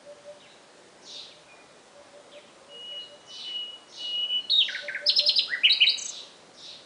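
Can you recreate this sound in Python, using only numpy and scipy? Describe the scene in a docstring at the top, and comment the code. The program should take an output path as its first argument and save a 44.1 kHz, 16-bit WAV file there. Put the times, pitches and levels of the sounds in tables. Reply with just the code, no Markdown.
"""Nightingale in a leafy garden

A nightingale's syrinx gives near-pure tones: three swelling whistles, then a quick, loud phrase of
slurs, tucks and two-voiced notes. Trees scatter the song into a short wash of echoes. Further off,
a hoopoe hoots, small birds chirp and another bird repeats a falling buzz, over a steady hush."""
import sys
import numpy as np
from scipy import signal
from scipy.fft import rfft, irfft
from scipy.io import wavfile
from scipy.ndimage import uniform_filter1d

SR = 44100
rng = np.random.default_rng(int(sys.argv[2]) if len(sys.argv) > 2 else 0)


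def int16_out(signal):
    """Quantize to a 16-bit WAV file."""
    q = np.round(np.clip(np.atleast_2d(signal).T, -1, 1) * 32767)
    wavfile.write(sys.argv[1], SR, q.astype(np.int16))


N = 302085

# syllables, one pitch arc under one swell, by name:
# length/s, first/Hz, turning/Hz, last/Hz, turn at/s, bend (1 = straight), peak at/s, swell/dB, fade/dB
SYLLABLES = { "tuck": (0.047, 2570, 1475, 1465, 0.0398, 5.2, .003, 5, 15.5),
             "rise": (0.028, 4230, 5293, 9900, 0.027, 1.45, .012, 30, 4.1),
             "drop": (0.019, 3350, 4170, 2330, 0.0091, 1.55, 0.008, 15, 3.9),
             "swell": (.085, 1240, 2040, 1300, .061, 1.05, .063, 26, 17.5),
             "arch": (.046, 2280, 3060, 1970, 0.0202, 1.05, 0.0187, 11, 12.1),
             "lift": (0.0397, 4700, 3790, 4910, 0.0098, 2.1, 0.0089, 15, 5.7),
             "lisp": (.027, 6820, 6640, 5750, .003, 1.62, .017, 10.3, 4),
             "whit": (.08, 3760, 3450, 1910, .015, 0.96, .015, 1.5, 3),
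             "tick": (.035, 3100, 2300, 2000, .018, 1.05, 0.017, 1.5, 8),
             "pipe": (.085, 2467, 2440, 2400, 0.036, 0.97, 0.04, 7.6, 10)}
# decay among the trees: f/Hz, t60/s
TREE_DECAY = [(500, 0.92), (1800, 0.58), (3000, 0.59), (4200, 0.54), (5500, 0.58), (8000, 0.49)]
ATTACK_S, RELEASE_S = 0.003, 0.0028


def amp(db):
    """Decibels to gain."""
    return 10 ** (np.asarray(db) / 20)


def unit(x):
    """Scale to rms 1."""
    return x / np.sqrt(np.mean(x ** 2) + 1e-20)


def curve_at(points, hz):
    """Interpolate on a log frequency axis."""
    f, value = np.transpose(points)
    return np.interp(np.log(hz + 1), np.log(f + 1), value)


def add(mix, at_s, sound):
    """Mix a sound in at a time."""
    part = mix[max(round(at_s * SR), 0):][:len(sound)]
    part += sound[:len(part)]


def wander(size, rate_hz):
    """Smooth random motion up to a rate."""
    hz = np.fft.rfftfreq(SR, 1 / SR)
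    spectrum = rfft(rng.standard_normal(SR)) / (1 + (hz / rate_hz) ** 4)
    return np.resize(unit(irfft(spectrum, SR)), size)


def swell(t, peak_s, swell_db, fade_db):
    """Note envelope: quick attack, swell, fade, quick release."""
    db = np.interp(t, [0, peak_s, t[-1]], [-swell_db, 0, -fade_db])
    return amp(db) * np.clip(np.minimum(t / ATTACK_S, (t[-1] - t) / RELEASE_S), 0, 1)


def syllable(name):
    """Pitch and envelope of a syllable; the pitch glides to a turning point, then on to its end."""
    length_s, first_hz, turn_hz, last_hz, turn_s, bend, peak_s, swell_db, fade_db = SYLLABLES[name]
    t = np.arange(0, length_s, 1 / SR)
    away = np.interp(t, [0, turn_s, length_s], [1, 0, 1]) ** bend
    hz = turn_hz + (np.where(t < turn_s, first_hz, last_hz) - turn_hz) * away
    return hz, swell(t, peak_s, swell_db, fade_db)


def syrinx(hz, envelope, jitter, octave_db):
    """Near-pure tone with a faint octave; the pitch trembles by the rms fraction jitter."""
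    phase = 2 * np.pi * np.cumsum(hz * (1 + jitter * wander(len(hz), rate_hz=250))) / SR
    return np.sqrt(2) * envelope * (np.sin(phase) + amp(octave_db) * np.sin(2 * phase))


def scatter(x, decay, delay_s, build_s):
    """Dense foliage echoes build up, then die band by band (decay: f/Hz, t60/s)."""
    hz, t, noise = signal.stft(rng.standard_normal(SR), SR, nperseg=256)
    tail = signal.istft(noise * amp(-60 * t / curve_at(decay, hz)[:, None]), SR, nperseg=256)[1]
    tail *= 1 - np.exp(-np.maximum(np.arange(len(tail)) / SR - delay_s, 0) / build_s)
    return signal.fftconvolve(x, tail / np.linalg.norm(tail))[:N]


def garden(x, echo_db, bush_db, tree_db, bush_t60_s=0.26):
    """Direct sound, single reflections, a quick wash from bushes and a longer one from trees."""
    # ground, leaf and trellis reflections: delay/s, relative level/dB
    echoes = [(.0031, -28), (.00755, -13.5), (.01175, -10), (0.0172, -18), (.027, -16.5), (0.046, -24),
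              (.065, -28.5)]
    out = x.copy()
    for delay_s, db in echoes:
        add(out, delay_s, amp(db + echo_db) * x)
    out += amp(bush_db) * scatter(x, [(3000, bush_t60_s)], delay_s=0.0032, build_s=0.0012)
    return out + amp(tree_db) * scatter(x, TREE_DECAY, delay_s=0.025, build_s=0.026)


def hush(level_db=-53.5, patch_db=1.06, swell_db=2.5, swell_at_s=5.53, swell_s=0.69):
    """Distant town and leaves: smooth noise with slight drifting patches and one gentle swell."""
    # noise spectrum: f/Hz, relative density/dB
    spectrum = [(15, -74), (25, -36.5), (118, -21), (168, -16.5), (277, -14), (414, -12.5), (458, -13),
                (574, -9.5), (634, -13.5), (1130, -17.5), (2720, -24), (3760, -23), (4060, -24),
                (8820, -30.5), (10000, -32.5), (13000, -73.5), (22000, -120)]
    hz, _, noise = signal.stft(rng.standard_normal(N), SR, nperseg=2048, noverlap=1536)
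    patches = uniform_filter1d(rng.standard_normal(noise.shape), size=14, axis=0)
    patches = unit(uniform_filter1d(patches, size=12, axis=1))
    shaped = noise * amp(curve_at(spectrum, hz)[:, None] + patch_db * patches)
    air = signal.istft(shaped, SR, nperseg=2048, noverlap=1536)[1][:N]
    rise = np.exp(-((np.arange(N) / SR - swell_at_s) / swell_s) ** 2)
    return unit(air) * amp(level_db + swell_db * rise)


def hoopoe(length_s=0.105, period_s=0.192, rise_hz=22):
    """Far, soft, low hoots, mostly in twos and threes, each bending upward."""
    # hoot series: t/s, count, f/Hz, level/dB
    series = [(.04, 2, 579, -47.5), (1.12, 2, 592, -62), (1.92, 3, 572.4, -53.5), (2.58, 1, 540.4, -54),
              (2.66, 1, 571, -54), (2.72, 1, 472, -49.5), (2.88, 2, 579, -55.5), (4.46, 2, 561.7, -56.5),
              (4.80, 3, 581.6, -46.5), (6.5, 2, 555, -61)]
    step_hz, step_rise_hz, step_db = 4.9, 16.5, 0.6  # per hoot: higher, steeper, louder
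    out = np.zeros(N)
    along = np.linspace(0, 1, int(length_s * SR))
    for at_s, count, base_hz, db in series:
        for k in range(round(count)):
            hz = base_hz + k * step_hz + (rise_hz + k * step_rise_hz) * (along - 0.5)
            envelope = np.sin(np.pi * along) * amp(db + k * step_db)
            add(out, at_s + k * period_s, syrinx(hz, envelope, jitter=0.01, octave_db=-40.5))
    return garden(out, echo_db=-8.5, bush_db=-5, tree_db=-13)


def small_birds():
    """Faint chirps in the trees, half hidden in their echoes."""
    # chirps: t/s, syllable, pitch factor, level/dB, pitch jitter (fraction)
    chirps = [(.40, "whit", 1.02, -55.5, .05), (.47, "pipe", 1.6, -57.5, 0.035),
              (1.305, "tick", 1.03, -55.5, .022), (1.484, "pipe", 1, -51.5, .0035),
              (1.55, "pipe", .81, -62, 0.043), (2.315, "whit", 1.02, -53, 0.053),
              (2.33, "pipe", 1.56, -61, 0.033), (2.48, "tick", 1.14, -60, .013),
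              (2.91, "tick", .96, -57, .012), (2.99, "pipe", 1.66, -51.5, .045),
              (3.46, "pipe", 0.85, -56.5, 0.073), (4.40, "pipe", 1.72, -54.5, 0.015)]
    out = np.zeros(N)
    for at_s, name, factor, db, jitter in chirps:
        hz, envelope = syllable(name)
        add(out, at_s, syrinx(hz * factor, envelope * amp(db), jitter, octave_db=-47.5))
    return garden(out, echo_db=-13.5, bush_db=-4, tree_db=-5.5)


def buzzing_bird(flutter_hz=120, flutter_depth=0.086):
    """Far, falling rasp from a fast, wide pitch flutter, heard only by way of the foliage."""
    # calls: t/s, level/dB
    calls = [(1.011, -43), (3.257, -43.5), (3.874, -44), (4.61, -43.5), (6.009, -43.5), (6.53, -45.5)]
    # three gliding strands per call: delay/s, length/s, first/Hz, last/Hz, relative level/dB
    strands = [(0, .16, 5795, 5010, -4.5), (0.039, .195, 4076, 3797, 0.7), (.06, .16, 3200, 2792, -10)]
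    out = np.zeros(N)
    for at_s, db in calls:
        for delay_s, length_s, first_hz, last_hz, strand_db in strands:
            t = np.arange(0, length_s, 1 / SR)
            cycles = np.cumsum(flutter_hz * (1 + 0.148 * wander(len(t), rate_hz=40.8))) / SR
            flutter = 1 + flutter_depth * np.sin(2 * np.pi * cycles)
            hz = np.geomspace(first_hz, last_hz, len(t)) * flutter
            envelope = amp(db + strand_db) * swell(t, peak_s=0.61 * length_s, swell_db=9, fade_db=12)
            add(out, at_s + delay_s, syrinx(hz, envelope, jitter=0.08, octave_db=-23))
    bushes = amp(1.5) * scatter(out, [(3000, 0.25)], delay_s=0.00091, build_s=0.0015)
    return bushes + amp(-4) * scatter(out, TREE_DECAY, delay_s=0.025, build_s=0.026)


def whistles(attack_s=0.045, swell_db=15, fade_db=17, dip_s=0.014, waver_db=0.9, hiss_db=-23):
    """Three swelling nightingale whistles, each louder, with one pitch sway and a brief level dip."""
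    # whistles: t/s, length/s, f/Hz, sway/Hz, sway lateness (1 = even), level/dB, fade/s, dip at/s, dip/dB
    notes = [(2.676, 0.4, 2905, -7.5, 0.74, -39, 0.079, 2.94, 3.5),
             (3.258, 0.53, 2943, 36.5, .95, -34.5, 0.22, 3.43, 10),
             (3.965, .48, 2932, -27.5, 1.225, -26.5, 0.079, 4.28, 13.5)]
    # faint hiss that swells along: f/Hz, relative density/dB
    hiss_spectrum = [(2000, -40.5), (2350, -17), (2500, 4.5), (2800, -2.5), (3100, -9.5), (3500, -5),
                     (3800, -28.5), (4400, -44)]
    hiss_gain = amp(curve_at(hiss_spectrum, np.fft.rfftfreq(N, 1 / SR)))
    noise = unit(irfft(rfft(rng.standard_normal(N)) * hiss_gain, N))
    out = np.zeros(N)
    for at_s, length_s, centre_hz, sway_hz, lateness, db, fade_s, dip_at_s, dip_db in notes:
        t = np.arange(0, length_s, 1 / SR)
        hz = centre_hz + sway_hz * np.sin(2 * np.pi * (t / length_s) ** lateness)
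        peak_s = length_s - fade_s
        shape_db = -swell_db * (np.maximum(peak_s - t, 0) / peak_s) ** 1.32  # levels off near the peak
        shape_db -= fade_db * (np.maximum(t - peak_s, 0) / fade_s) ** 1.2
        shape_db -= dip_db * np.exp(-((at_s + t - dip_at_s) / dip_s) ** 2)
        shape_db += waver_db * wander(len(t), rate_hz=30)
        gate = np.clip(np.minimum(t / attack_s, (length_s - t) / RELEASE_S), 0, 1)
        envelope = amp(db + shape_db) * gate
        hiss = amp(hiss_db) * envelope * noise[round(at_s * SR):][:len(t)]
        add(out, at_s, syrinx(hz, envelope, jitter=0.0057, octave_db=-42) + hiss)
    return garden(out, echo_db=-2.5, bush_db=-13, tree_db=-15.5)


def slur(length_s=0.132, held_hz=3744, level_db=-20.5):
    """Pitch and envelope of a note that scoops up, overshoots, holds and falls away."""
    scoop_hz, scoop_s = 1306, 0.003
    overshoot_hz, overshoot_at_s, overshoot_s = 696, 0.0093, 0.0099
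    fall_hz_per_s, fall_s = 35000, 0.033
    t = np.arange(0, length_s, 1 / SR)
    scoop = scoop_hz * np.exp(-t / scoop_s)
    overshoot = overshoot_hz * np.exp(-((t - overshoot_at_s) / overshoot_s) ** 2)
    fall = fall_hz_per_s * np.maximum(t - length_s + fall_s, 0)
    envelope = amp(level_db) * swell(t, peak_s=0.12, swell_db=3.5, fade_db=8.5)
    return held_hz - scoop + overshoot - fall, envelope


def phrase(slur_at_s=4.497, brightening_db_per_octave=13):
    """The nightingale's slur, then quick, loud sweeps; the overtone grows with pitch."""
    # song: t/s, figure, pitch factor, level/dB
    song = [(4.681, "chuck", 1.01, -30), (4.881, "chuck", 1.04, -28.5), (5.056, "twit", 1.02, -15.5),
            (5.153, "twit", 1.026, -15.5), (5.253, "twit", 1.018, -15.5), (5.351, "twit", .99, -16),
            (5.473, "purl", .995, -25), (5.633, "see-saw", 1.008, -14), (5.803, "see-saw", 1.02, -14)]
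    # figures, one syllable or a quick pair, by name: delay/s, syllable, relative level/dB
    figures = { "chuck": [(0, "tuck", -0.5), (.0645, "tuck", 0.5)], "twit": [(0, "rise", -4.5),
               (.0275, "drop", 0)], "purl": [(0.0033, "swell", 0.5)], "see-saw": [(0, "arch", 0),
               (.061, "lift", -3)]}
    notes = [(slur_at_s, *slur())]
    for at_s, figure, factor, db in song:
        for delay_s, name, part_db in figures[figure]:
            hz, envelope = syllable(name)
            notes.append((at_s + delay_s, hz * factor, envelope * amp(db + part_db)))
    out = np.zeros(N)
    for at_s, hz, envelope in notes:
        octave_db = -36 + brightening_db_per_octave * np.log2(hz / 4000)
        add(out, at_s, syrinx(hz, envelope, jitter=0.014, octave_db=octave_db))
    return garden(out, echo_db=1, bush_db=-5, tree_db=-15)


def trill(upper_ratio=1.183, upper_db=-3):
    """Four closing downstrokes from both sides of the syrinx; so high a sound scatters little."""
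    # downstrokes: t/s, pitch factor, level/dB
    strokes = [(5.975, 1., -34), (6.008, 1.006, -34), (6.043, 1.01, -32), (6.079, 1.01, -33.5)]
    out = np.zeros(N)
    hz, envelope = syllable("lisp")
    for at_s, factor, db in strokes:
        for ratio, side_db in ((1, 0), (upper_ratio, upper_db)):
            voice = syrinx(hz * factor * ratio, envelope * amp(db + side_db), jitter=0.025, octave_db=-46)
            add(out, at_s, voice)
    return garden(out, echo_db=-8.5, bush_db=-17, tree_db=-18.5, bush_t60_s=0.03)


def scene():
    """All birds over the hush, mono."""
    nightingale = whistles() + phrase() + trill()
    return (nightingale + small_birds() + buzzing_bird() + hoopoe() + hush())[None]


def record(dry):
    """Soft clip of the loudest peaks, then a low-pass."""
    ceiling, cutoff_hz = 0.39, 10200
    rounded = dry / (1 + (dry / ceiling) ** 20) ** (1 / 20)
    lowpass = signal.firwin(801, cutoff_hz, window=("kaiser", 9), fs=SR)
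    return signal.oaconvolve(rounded, lowpass[None], "same")


dry = scene()
out = record(dry)
int16_out(out)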